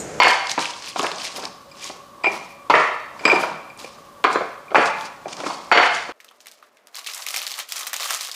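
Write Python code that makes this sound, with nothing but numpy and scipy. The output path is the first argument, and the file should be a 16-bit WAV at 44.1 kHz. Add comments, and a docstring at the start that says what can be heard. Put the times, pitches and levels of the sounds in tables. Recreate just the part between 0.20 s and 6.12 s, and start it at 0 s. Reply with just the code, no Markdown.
"""A hard knock and its bounces open the scene: a stone pestle works in a stone mortar on a wooden table.
Each blow is a noise chatter of some milliseconds, coloured as knock, thud and crack, that rings bowl modes.
Wet chilli, garlic and seeds crunch, snap and sizzle as coloured grains; stone rumbles; clacks ring the pestle.
Hard tiled walls add a long noise tail. A fan-like whirr, soft hiss and thin tones stay underneath."""
import sys
import numpy as np
from scipy import signal
from scipy.fft import rfft, irfft
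from scipy.io import wavfile
from scipy.ndimage import uniform_filter1d

SR = 44100
rng = np.random.default_rng(int(sys.argv[2]) if len(sys.argv) > 2 else 0)


def generate_wav(signal):
    """Clip the signal to [-1, 1] and save it as 16-bit WAV at the path in sys.argv[1]."""
    frames = np.transpose(np.atleast_2d(signal))
    scaled = np.clip(frames, -1, 1) * 32767
    pcm = np.round(scaled).astype(np.int16)
    wavfile.write(sys.argv[1], SR, pcm)


N = 261160
FIRST_TOUCH_S, FIRST_TOUCH = 0.0005, 0.31  # first contact above the chatter: decay, relative height


def from_db(db):
    """Decibels to gain."""
    return 10 ** (np.asarray(db) / 20)


def rms_one(x):
    """Scale to rms 1."""
    return x / np.sqrt(np.mean(x ** 2) + 1e-20)


def at_hz(points, hz):
    """Read (Hz, value) rows on a log-frequency axis."""
    points = np.array(points)
    return np.interp(np.log(hz), np.log(points[:, 0]), points[:, 1])


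def colour(x, spectrum):
    """Minimum-phase filter by the folded cepstrum; unit-energy taps keep the rms of white noise."""
    size = 2048
    hz = np.arange(size // 2 + 1) * SR / size + 10
    log_gain = at_hz(spectrum, hz) * np.log(10) / 20
    cepstrum = irfft(log_gain)
    cepstrum[1:size // 2] *= 2
    cepstrum[size // 2 + 1:] = 0
    taps = irfft(np.exp(rfft(cepstrum)))
    return signal.oaconvolve(x, taps / np.sqrt(np.sum(taps ** 2)))[:len(x)]


def drift(rate_hz):
    """Random wander: straight lines between normal draws of spread 1."""
    steps = rng.standard_normal(400)
    return np.interp(np.arange(N) / SR * rate_hz, np.arange(400), steps)


def ring(x, hz, t60_s):
    """One decaying mode as a two-pole resonator; a unit click rings with height about 1."""
    radius = from_db(-60 / (max(t60_s, .001) * SR))
    angle = 2 * np.pi * hz / SR
    return signal.lfilter([0, np.sin(angle)], [1, -2 * radius * np.cos(angle), radius ** 2], x + 1e-18)


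def swell(x, hz, build_s, t60_s):
    """A mode fed by a shorter one builds up without a wide click; height about 1."""
    return ring(ring(x, hz, build_s), hz, t60_s) * 2 * np.log(1000) / (build_s * SR)


def soften(rings):
    """A contact lasts a fraction of a millisecond: band limits keep the ringing free of a wide click."""
    return signal.sosfilt(signal.butter(2, [1600, 12500], "band", fs=SR, output="sos"), rings)


def chatter(count, decay_s, touch):
    """Rough stone faces meet in a dying run of contacts; returns the run and its envelope's rms."""
    t = np.arange(count) / SR
    rise = np.minimum(t / 0.00013, 1)
    fall = np.exp(-t / max(decay_s, .0005)) + touch * np.exp(-t / FIRST_TOUCH_S)
    shape = rise * fall
    return rng.standard_normal(count) * shape, np.sqrt(np.mean(shape ** 2))


def grit(per_s, uneven_db):
    """Random clicks of very uneven size, rms 1."""
    sizes = from_db(uneven_db * np.minimum(rng.exponential(1, N), 5))
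    signed = sizes * rng.choice([-1, 1], N)
    return rms_one(signed * (rng.random(N) < per_s / SR))


# Blows and bounces on the bowl. Each row: start in seconds, then relative levels in dB of
# knock, table thud, bright crack and bowl ring.
BLOWS = [(0.001, 1.5, -16, 0, -5), (0.019, -9, -34, -3, -27), (0.044, -10, -11, -6.5, -22),
         (0.069, -4, -18.5, -25, -38), (0.099, -13.5, -39, -10.5, -34), (0.378, -8.5, -16.5, -15.5, -51),
         (0.424, -44, -43, -27, -46), (0.76, -15.5, -30, -21, -46), (0.794, -14, -21.5, -19, -44),
         (0.83, -23.5, -17, -33, -50), (0.842, -12.5, -20.5, -22.5, -43), (1.182, -27, -26, -34, -57),
         (1.23, -26.5, -28.5, -34.5, -52), (1.697, -26, -25, -27.5, -53), (2.043, -11.5, -21.5, -12, -61),
         (2.065, -19, -13, -28, -52), (2.498, -3, -17, -8.5, -22), (2.505, -6, -18, -7.5, -20.5),
         (2.539, 0, -6, -23, -46), (2.552, -7.5, -38, -5, -27), (2.993, -60, -49, -35, -60),
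         (3.009, -35, -30.5, -34, -59), (3.053, -6.5, -9, -5, -47), (3.077, -9.5, -28, -27, -39),
         (3.116, -9.5, -13, -14, -47), (3.129, -28, -9, -22, -41), (3.16, -15, -41, -23, -40),
         (3.236, -12, -19, -19, -49), (3.644, -41.5, -30, -39, -50), (4.041, -11, -21, -9.5, -46),
         (4.046, -5, -16, -14.5, -22), (4.068, -13.5, -51, -19, -36), (4.149, -19, -30, -28, -50),
         (4.157, -10, -12.5, -18, -40), (4.208, -30, -18, -38, -56), (4.505, -31, -29, -31, -57),
         (4.516, -24.5, -22, -31, -55), (4.546, -2, -9.5, -7.5, -45), (4.555, 0, -10, -30, -20),
         (4.579, -13, -7.5, -12.5, -44), (5.057, -30, -21, -37, -57), (5.202, -21.5, -23, -26.5, -58),
         (5.235, -26.5, -23.5, -46, -41), (5.262, -15, -21, -19.5, -40), (5.301, -19, -50, -24, -31),
         (5.515, 1.5, -10.5, -16, -14.5), (5.523, 1, -18, 1.5, -7), (5.551, -4, -9.5, -3, -32),
         (5.574, -4, -11, 0, -23), (5.6, -5.5, -17, -25, -28), (5.629, -18, -30, -9.5, -36),
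         (5.89, -21.5, -25, -26, -46)]
# Spectra of stone knock, table thud and bright crack. Each row: frequency in Hz, relative density in dB per Hz.
KNOCK = [(300, -23), (600, -5), (800, 4), (1300, -1), (1700, -1.5), (2600, -8.5), (5000, -53.5),
         (15000, -97.5)]
THUD = [(100, -49), (150, -5.5), (200, -9.5), (330, 4.5), (580, 5), (800, 11.5), (1500, -30), (15000, -100)]
CRACK = [(100, -58.5), (800, -24), (1500, 5.5), (2200, 5.5), (3000, -3), (3800, -13), (5500, -24.5),
         (8000, -36.5), (15000, -68)]
# Bowl modes. Each row: frequency in Hz, relative level in dB, 60 dB decay in seconds.
BOWL = [(2150, -7, 0.21), (4470, -8, 0.12), (4890, -10, 0.019), (5600, -19, 0.076), (6850, -18, 0.03)]
BLOW_CHATTER_S = 0.0085
BOUNCE_WITHIN_S = 0.06  # a blow this soon after another is a bounce
BOUNCE_CHATTER_S, BOUNCE_TOUCH = 0.011, 0.033  # a bounce skids: longer chatter, hardly any first contact


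def blows():
    """One chatter sounds as knock, thud and crack, its start rings the bowl; returns close and room feeds."""
    count = 4000
    close, far, strikes = np.zeros((3, N + count))
    gaps_s = np.diff([row[0] for row in BLOWS], prepend=-1)
    for (s, knock_db, thud_db, crack_db, bowl_db), gap_s in zip(BLOWS, gaps_s):
        bounce = gap_s < BOUNCE_WITHIN_S
        contact = (BOUNCE_CHATTER_S, BOUNCE_TOUCH) if bounce else (BLOW_CHATTER_S, FIRST_TOUCH)
        at = round(s * SR)
        rough, size = chatter(count, *contact)
        parts = (KNOCK, knock_db), (THUD, thud_db), (CRACK, crack_db)
        blow = size * sum(from_db(db) * rms_one(colour(rough, spectrum)) for spectrum, db in parts)
        close[at:at + count] += blow
        # heavy blows shake the whole table top, which fills the room more
        far[at:at + count] += from_db(-4.5 + 0.2 * knock_db) * blow
        strikes[at] = from_db(bowl_db)
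    modes = sum(from_db(db) * swell(strikes, hz, 0.0033, t60_s) for hz, db, t60_s in BOWL)
    rings = soften(modes)
    return (close + rings)[:N], (far + from_db(-2.5) * rings)[:N]


# Room decay. Each row: frequency in Hz, 60 dB decay in seconds.
ROOM = [(125, 0.59), (250, 0.23), (500, 0.59), (1000, 0.75), (2000, 0.72), (4000, 0.75), (8000, 0.54),
        (14000, 0.24)]


def walls(x):
    """Dense echoes build up in a few ms, die band by band; a new pattern each half second as the pestle moves."""
    t, step = np.arange(SR) / SR, SR // 2
    edges_hz = np.geomspace(70, 18000, 13)
    white = rng.standard_normal((2, N // step + 1, SR))
    tails = 0
    for k, (low, high) in enumerate(zip(edges_hz, edges_hz[1:])):
        band = signal.sosfilt(signal.butter(2, [low, high], "band", fs=SR, output="sos"), white[k % 2])
        t60_s = at_hz(ROOM, np.sqrt(low * high))
        tails = tails + band * from_db(-60 * t / t60_s)
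    tails = tails * np.clip((t - .006) / 0.004, 0, 1)
    out = np.zeros(N + 2 * SR)
    for k, tail in enumerate(tails):
        start = k * step
        echo = signal.fftconvolve(x[start:start + step], tail / np.sqrt(np.sum(tail ** 2)))
        out[start:start + len(echo)] += echo
    return out[:N]


# Hiss spectrum. Each row: frequency in Hz, relative density in dB per Hz.
AIR = [(25, -23), (50, -9), (100, -5.5), (150, -1.5), (250, -2.5), (500, -4.5), (800, -25), (1400, -10),
       (2400, -17), (3200, -15), (5000, -18), (8000, -20.5), (12000, -31.5), (15700, -24)]
# Whirr resonances. Each row: centre in Hz, width in Hz, rms level in dB.
WHIRR = [(567.5, 36, -54), (1104, 40, -62.5), (1122, 95, -48.5)]
# Thin steady tones. Each row: frequency in Hz, peak level in dB.
WHINE = [(9152, -79), (12000, -86), (13700, -77), (15000, -95)]
AIR_DB = -52.5


def background():
    """Soft coloured hiss, air whirring as noise in a few resonances, and thin high sines."""
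    out = from_db(AIR_DB) * colour(rng.standard_normal(N), AIR)
    for hz, width_hz, db in WHIRR:
        edges_hz = [hz - width_hz / 2, hz + width_hz / 2]
        band = signal.butter(2, edges_hz, "band", fs=SR, output="sos")
        out += from_db(db) * rms_one(signal.sosfilt(band, rng.standard_normal(N)))
    for hz, db in WHINE:
        out += from_db(db) * np.sin(2 * np.pi * hz * np.arange(N) / SR)
    return out


# Strokes of the pestle through the paste. Each row: hardest moment, build-up and easing-off in seconds,
# then relative levels in dB of wet crunch, sizzle of juice and stone rumble.
STROKES = [(0.085, 0.12, 0.23, -29, -44, -49), (0.311, 0.07, 0.072, -29, -43.5, -44),
           (0.405, 0.031, 0.27, -29.5, -50, -51), (0.691, .13, 0.066, -33, -43, -54.5),
           (0.79, 0.05, 0.27, -29, -44, -31), (1.049, 0.15, 0.11, -30.5, -44, -44),
           (1.17, 0.086, 0.17, -36, -42, -42.5), (1.245, 0.14, 0.12, -49, -72, -43.5),
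           (1.65, 0.13, 0.17, -35.5, -47, -47), (2.135, 0.11, 0.21, -38.5, -48, -35.5),
           (2.545, 0.014, 0.27, -35, -70, -55), (3.08, .12, 0.21, -40.5, -49, -30),
           (3.21, 0.18, 0.22, -38, -45.5, -27.5), (3.592, 0.017, 0.31, -41, -50, -52),
           (4.12, 0.07, 0.24, -40.5, -58, -35), (4.56, 0.03, 0.24, -34, -54, -34),
           (4.67, 0.07, 0.053, -36, -59, -34), (4.81, .1, 0.17, -45.5, -51, -45),
           (4.855, 0.015, 0.037, -42.5, -64, -45), (5.085, 0.012, 0.065, -45, -73, -41),
           (5.13, .03, 0.013, -35, -69, -42), (5.205, 0.029, 0.024, -39, -60, -48),
           (5.28, .25, 0.29, -38, -59, -35), (5.64, 0.16, 0.16, -35, -57, -56),
           (5.75, 0.037, 0.22, -34.5, -61, -47)]
STROKE_SWING_DB = 26.5  # crunch changes this much per build-up or easing-off time
SIZZLE_SWING, RUMBLE_SWING = 2.34, 0.92  # ratios to the crunch's swing
RESTING_DB = -80.5, -65.5, -53  # crunch, sizzle, rumble while the pestle only leans on the paste


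def strokes():
    """Every stroke swells to its hardest moment and eases off; returns gains of crunch, sizzle and rumble."""
    t = np.arange(N) / SR
    gains = from_db(RESTING_DB)[:, None] * np.ones(N)
    swing_db = STROKE_SWING_DB * np.array([[1], [SIZZLE_SWING], [RUMBLE_SWING]])
    for s, build_s, ease_s, *levels_db in STROKES:
        away = np.where(t < s, (s - t) / max(build_s, .005), (t - s) / max(ease_s, .005))
        gains += from_db(np.array(levels_db)[:, None] - swing_db * away)
    return gains


SMALL_SNAPS_PER_S, SMALL_SNAPS_DB, SMALL_SNAPS_UNEVEN_DB = 350, -4.5, 2.8  # dB: relative to the crunch


def small_snaps():
    """Sparse clicks, each ringing a few cycles at one of a dozen pitches; rms 1."""
    clicks = grit(SMALL_SNAPS_PER_S, SMALL_SNAPS_UNEVEN_DB)
    dealt = rng.integers(0, 12, N)
    pitches_hz = np.geomspace(2600, 7000, num=12)
    rings = (swell(clicks * (dealt == k), hz, 6.2 / hz, 17.0 / hz) for k, hz in enumerate(pitches_hz))
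    return rms_one(sum(rings))


# Spectra of wet crunch, juice sizzle and stone rumble. Each row: frequency in Hz, relative density in dB per Hz.
CRUNCH = [(900, -11), (1500, -9), (2300, -1), (3400, -3), (5000, 1), (6600, -4), (9000, -11), (11000, -27),
          (15000, -39)]
SIZZLE = [(6000, -44), (9500, -4), (11500, -1.5), (13500, -8), (15700, -5)]
RUMBLE = [(100, -10), (200, 3.5), (500, 2.5), (1000, 7), (2000, -9), (4000, -30.5), (15000, -57)]


def drag():
    """Paste and seeds crunch in clumps under the pestle while stone rumbles on stone."""
    crunch_gain, sizzle_gain, rumble_gain = strokes()
    grains = grit(3500, 1.77) * from_db(2.42 * drift(65.))
    bumps = grit(2500, 2.33) * from_db(2.6 * drift(40.))
    crunch = colour(grains, CRUNCH) + from_db(SMALL_SNAPS_DB) * small_snaps()
    sizzle, rumble = colour(grains, SIZZLE), colour(bumps, RUMBLE)
    return crunch_gain * crunch + sizzle_gain * sizzle + rumble_gain * rumble


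# Loudest seeds and skins snapping. Each row: start in seconds, relative peak in dB, pitch in Hz.
SNAPS = [(0.0337, 0, 4470), (0.082, 0, 4000), (0.0897, -13, 3080), (0.131, -11, 4500), (0.2706, -11, 4560),
         (0.295, -10.5, 4354), (0.3152, -3.5, 5700), (0.392, -12, 4740), (0.424, -7, 3080),
         (0.4454, -12, 3570), (0.455, -11, 2650), (0.5058, -17.5, 5640), (0.623, -20, 4890),
         (0.643, -19, 4860), (0.667, -23, 4440), (0.697, -21, 3780), (0.7677, -19, 4400),
         (0.7944, -5, 3300), (0.8668, -10, 3270), (0.916, -13.5, 3700), (0.983, -17, 4340),
         (1.0177, -17, 4760), (1.043, -27, 4490), (1.052, -13, 5110), (1.07, -16, 2600), (1.078, -20, 4800),
         (1.161, -15.5, 4890), (1.17, -19, 8500), (1.239, -19, 3940), (1.253, -12.5, 4770),
         (1.6077, -30, 4910), (1.642, -15, 6800), (1.6636, -21, 7160), (1.6896, -23, 5190),
         (2.5012, -14, 4470), (2.599, -27, 7500), (3.5758, -27, 9900), (3.6007, -37, 6600),
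         (4.04, -17.5, 9400), (4.129, -21, 7500), (4.6574, -11.5, 4830), (4.677, -20.5, 5000),
         (4.785, -23.5, 4090), (4.81, -16, 4070), (5.0824, -27, 6600), (5.128, -28, 4040),
         (5.1683, -21, 5600), (5.203, -22, 4460), (5.2675, -22, 6870), (5.676, -16.5, 4450),
         (5.7482, -20, 6660), (5.77, -15.5, 3250)]


def snaps():
    """Each snap is a few cycles at its own pitch plus a wide crack."""
    count = 400
    out, t = np.zeros(N + count), np.arange(count) / SR
    cracks = rng.standard_normal((len(SNAPS), count))
    for (s, db, hz), crack in zip(SNAPS, cracks):
        at = round(s * SR)
        pitched = 0.12 * ring(crack * np.exp(-t / 0.0023), hz, 5.5 / hz)
        snap = pitched + 0.34 * crack * np.exp(-t / 0.00018)
        out[at:at + count] += from_db(db) * snap / np.abs(snap).max()
    return signal.sosfilt(signal.butter(3, [1800, 9000], "band", fs=SR, output="sos"), out[:N])


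def clear_ring(x, modes):
    """Swelling modes, each set by rms, with little sound between them."""
    return sum(from_db(db) * rms_one(swell(x, hz, 0.0035, t60_s)) for hz, db, t60_s in modes)


# Glancing clacks. Each row: start in seconds, relative peak of the lowest modes in dB,
# peak of the upper modes against the lowest in dB.
CLACKS = [(1.514, -40, 1), (1.623, -33, -9), (2.036, -17.5, -13), (2.042, -12, -18), (2.049, -17, -25),
          (2.056, -11, -21), (2.068, -9, -21), (2.075, -27, -24), (2.992, -35.5, 0.5), (3.035, -29, -29),
          (3.052, -0.5, -11), (3.066, -7, -29), (3.076, -11, -5), (3.088, -13, -9), (3.098, -4, -21),
          (3.117, -11.5, -14), (3.139, -22, -2), (3.156, -14, -15), (3.198, -22, -13), (3.229, -18, -18),
          (3.499, -34, -11), (3.561, -43, -25), (3.643, -32, -18), (4.48, -35, -28.5), (5.055, -36, -22.5),
          (5.128, -35, -9), (5.24, -33, -21)]
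# Pestle modes, the first three the lowest. Each row: frequency in Hz, relative level in dB, 60 dB decay in seconds.
PESTLE = [(2326, -7, 0.036), (2388, 7, 0.065), (2387, -19.5, .025), (4140, -9, 0.028), (4930, 5, 0.016),
          (7670, -4, 0.015), (10500, -23, 0.03), (12100, -31, .025), (13320, -26, .02)]
CLACK_CHATTER_S = 0.0065


def clacks():
    """A short chatter rings the pestle; sharper contacts reach its upper modes more."""
    count = 3000
    out = np.zeros(N + count)
    for s, db, upper_db in CLACKS:
        at = round(s * SR)
        rough, _ = chatter(count, CLACK_CHATTER_S, FIRST_TOUCH)
        lowest = clear_ring(rough, PESTLE[:3])
        upper = clear_ring(rough, PESTLE[3:])
        both = lowest / np.abs(lowest).max() + from_db(upper_db) * upper / np.abs(upper).max()
        out[at:at + count] += from_db(db) * both
    return soften(out[:N])


# Dish modes. Each row: frequency in Hz, relative level in dB, 60 dB decay in seconds.
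DISH = [(4090, -34.5, 0.41), (7020, -47, .25), (7100, -47, .25)]
DISH_S = 4.15


def dish():
    """A jolted dish rings once: one unit click into a few clear modes."""
    jolt = 1. * (np.arange(N) == round(DISH_S * SR))
    return soften(sum(from_db(db) * ring(jolt, hz, t60_s) for hz, db, t60_s in DISH))


def scene():
    """Blows fill the room more than the small close crunch does; small stones radiate little bass."""
    close, far = blows()
    pestle = clacks() + dish()
    crush = snaps() + drag()
    room = walls(far + from_db(-14) * pestle + from_db(-14) * crush)
    stone = close + pestle + crush + room
    stone = signal.sosfilt(signal.butter(4, 125, "high", fs=SR, output="sos"), stone)
    return (stone + background())[None]


CUTOFF_HZ = 15900


def record(dry):
    """A limiter holds the loudest blows down and lets go over about a tenth of a second; the top is cut."""
    ramp_db = 90 * np.arange(N) / SR
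    over_db = np.maximum(20 * np.log10(np.abs(dry[0]) + 1e-9) + 1.53, 0)
    held_db = 0.88 * (np.maximum.accumulate(over_db + ramp_db) - ramp_db)
    smooth_db = uniform_filter1d(held_db, size=121)
    limited = np.clip(dry * from_db(-smooth_db), -.98, .98)
    return signal.sosfilt(signal.cheby2(14, 60, CUTOFF_HZ, fs=SR, output="sos"), limited)


dry = scene()
out = record(dry)
generate_wav(out)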